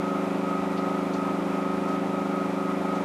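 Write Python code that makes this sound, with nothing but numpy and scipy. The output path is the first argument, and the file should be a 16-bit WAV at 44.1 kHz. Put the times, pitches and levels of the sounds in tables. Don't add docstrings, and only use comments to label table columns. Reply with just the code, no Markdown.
import sys
import numpy as np
from scipy import signal
from scipy.fft import rfft, irfft
from scipy.io import wavfile
from scipy.ndimage import uniform_filter1d

SR = 44100
rng = np.random.default_rng(int(sys.argv[2]) if len(sys.argv) > 2 else 0)


def waveform_to_disk(signal):
    frames = np.transpose(np.atleast_2d(signal))
    scaled = np.clip(frames, -1, 1) * 32767
    samples = np.round(scaled).astype(np.int16)
    wavfile.write(sys.argv[1], SR, samples)


N = 134064

# start in seconds, level in dB before the envelope, band centre in Hz.
SPLASHES = [(.488, -53, 5300), (.773, -39.5, 3400), (1.134, -42, 4700), (1.162, -51, 4700),
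            (1.211, -53, 5900), (1.883, -49, 5400), (1.918, -54, 5400), (2.952, -47, 5300)]
# frequency in Hz, relative spectral density in dB.
RUSH_SPECTRUM = [(20, -30.2), (45, -20), (75, -11.7), (105, -13.3), (150, -13.5), (240, -4), (330, -4.5),
                 (420, -7), (490, -6), (620, -.8), (820, -2.5), (890, .3), (980, -5), (1270, -5.5),
                 (1330, -4), (1410, -6), (1490, -12.8), (1750, -15), (2350, -12.8), (2850, -20.4),
                 (4050, -24.4), (4250, -27.4), (7000, -31.4), (10000, -35.5), (14000, -41.5)]
# frequency in Hz, level in dB.
MOTOR_TONES = [(120, -57), (1086, -54), (1224, -47.5), (1410, -57), (1567, -65), (1902, -63), (1970, -59.5),
               (2449, -63)]
# centre in seconds, length in seconds, relative height in dB.
WHINE_SWELLS = [(.10, .2, -.5), (.24, .09, -6), (.54, .2, 1), (.88, .25, .3), (1.26, .19, .7),
                (1.64, .26, -1.5), (1.91, .16, 1), (2.16, .17, -1.5), (2.39, .16, 1), (2.66, .2, -1.5),
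                (2.915, .17, 0)]
# time in seconds, rate in strokes per second.
STROKE_RATES = [(0, 25.28), (.45, 25.25), (1.0, 25.23), (1.55, 25.2), (2.1, 25.23), (2.55, 25.25),
                (3.04, 25.28)]
# natural frequency in Hz, bandwidth in Hz.
PANEL_MODES = [(306, 6), (329, 5), (331, 5), (552, 5), (606, 5), (751, 5), (756, 5), (869, 5)]
# multiple of the stroke rate, relative level in dB.
CABINET_HARMONICS = [(6, -65), (7, -35.8), (8, -34.3), (9, -49), (10, -43.7), (11, -33.6), (12, -40),
                     (13, -45.5), (14, -45.7), (15, -36.3), (16, -48.5), (17, -59), (18, -46.5), (19, -56),
                     (20, -50), (21, -44.5), (22, -40.7), (23, -56), (24, -47.7), (25, -55), (26, -52),
                     (27, -53), (28, -50), (29, -62), (30, -49), (31, -55), (32, -55), (33, -52),
                     (34, -56.5), (35, -51.5), (38, -60), (39, -61)]


def undb(db):
    return 10 ** (np.asarray(db) / 20)


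def level(x, db):
    return x * undb(db) / np.sqrt(np.mean(x ** 2))


def drift(rate_hz):
    hold = int(SR / rate_hz)
    steps = np.repeat(rng.standard_normal(N // hold + 2), hold)
    return 1.38 * uniform_filter1d(uniform_filter1d(steps, hold), hold)[:N]


def noise(spectrum):
    hz, db = np.array(spectrum).T
    bin_hz = np.maximum(np.arange(N // 2 + 1) * SR / N, 1)
    gain = undb(np.interp(np.log(bin_hz), np.log(hz), db))
    return level(irfft(rfft(rng.standard_normal(N)) * gain, N), 0)


def tone(t, hz, drift_rad):
    return np.sqrt(2) * np.sin(2 * np.pi * hz * t + drift_rad * drift(12))


def bubbles(t, per_second=500, low_hz=1517, high_hz=9100, decay_cycles=3.8):
    size = 2048
    fizz, age = np.zeros(N + size), t[:size]
    for when, pitch, weakness in rng.random((int(per_second * N / SR), 3)):
        hz = low_hz * (high_hz / low_hz) ** pitch
        fade = np.exp(-age * hz / decay_cycles)
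        gain = undb(-9 * weakness) * (low_hz / hz) ** 1.3
        rise = 1 + .093 * (1 - fade)
        start = int(when * N)
        fizz[start:start + size] += gain * fade * np.sin(2 * np.pi * hz * age * rise)
    return level(fizz[:N], db=-56.5)


def splashes(t, half_width_oct=.55, attack_s=.0025, decay_s=.014):
    spray, octaves = 0, np.linspace(-2, 2, 17)
    band_db = -10 * np.log10(1 + (octaves / half_width_oct) ** 8)
    for start, db, hz in SPLASHES:
        age = np.maximum(t - start, 0)
        envelope = (1 - np.exp(-age / attack_s)) * np.exp(-age / decay_s)
        spray += undb(db) * envelope * noise(list(zip(hz * 2 ** octaves, band_db)))
    return spray


def hum_swell(t, centre_s=1.4, length_s=.12):
    envelope = np.exp(-(2 * (t - centre_s) / length_s) ** 2)
    return undb(-36) * envelope * tone(t, hz=322, drift_rad=2.4)


def rush(level_db=-35, flicker_db=.33):
    return noise(RUSH_SPECTRUM) * undb(level_db + flicker_db * drift(29.77))


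def motor(t, wobble_db=1.6, band_hz=1330, spread_hz=49):
    steady = sum(undb(db + wobble_db * drift(8)) * tone(t, hz, drift_rad=.3) for hz, db in MOTOR_TONES)
    swells = sum(undb(db) * np.exp(-(2 * (t - at) / length) ** 4) for at, length, db in WHINE_SWELLS)
    envelope = .24 + .76 * swells
    bin_hz = np.arange(N // 2 + 1) * SR / N
    band = np.exp(-((bin_hz - band_hz) / spread_hz / 2) ** 2)
    noisy_edge = level(irfft(rfft(rng.standard_normal(N)) * band, N), db=-49)
    whine = undb(-35.7) * tone(t, hz=1269.2, drift_rad=.15)
    return steady + envelope * (whine + noisy_edge)


def stroke_count(t, first_stroke_s=.03854, jitter_strokes=.002):
    strokes = np.cumsum(np.interp(t, *np.array(STROKE_RATES).T)) / SR
    return strokes - np.interp(first_stroke_s, t, strokes) + jitter_strokes * drift(7)


def panel_lag(hz):
    return sum(np.arctan2(hz * width, centre ** 2 - hz ** 2) for centre, width in PANEL_MODES)


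def pump(strokes, waver_db_per_hz=.001):
    stroke_hz = np.mean(np.diff(strokes)) * SR
    hum = 0
    for harmonic, db in CABINET_HARMONICS:
        hz = harmonic * stroke_hz
        waver_db = waver_db_per_hz * hz * drift(14)
        hum += undb(db + waver_db) * np.cos(2 * np.pi * harmonic * strokes - panel_lag(hz))
    return level(hum, db=-27.7)


def scene():
    t = np.arange(N) / SR
    cooler = pump(stroke_count(t)) + motor(t) + rush() + bubbles(t) + splashes(t) + hum_swell(t)
    return np.array([cooler, cooler])


def record(dry):
    cutoff_hz = 14100
    return signal.sosfilt(signal.ellip(10, .2, 80, cutoff_hz, fs=SR, output="sos"), dry)


dry = scene()
out = record(dry)
waveform_to_disk(out)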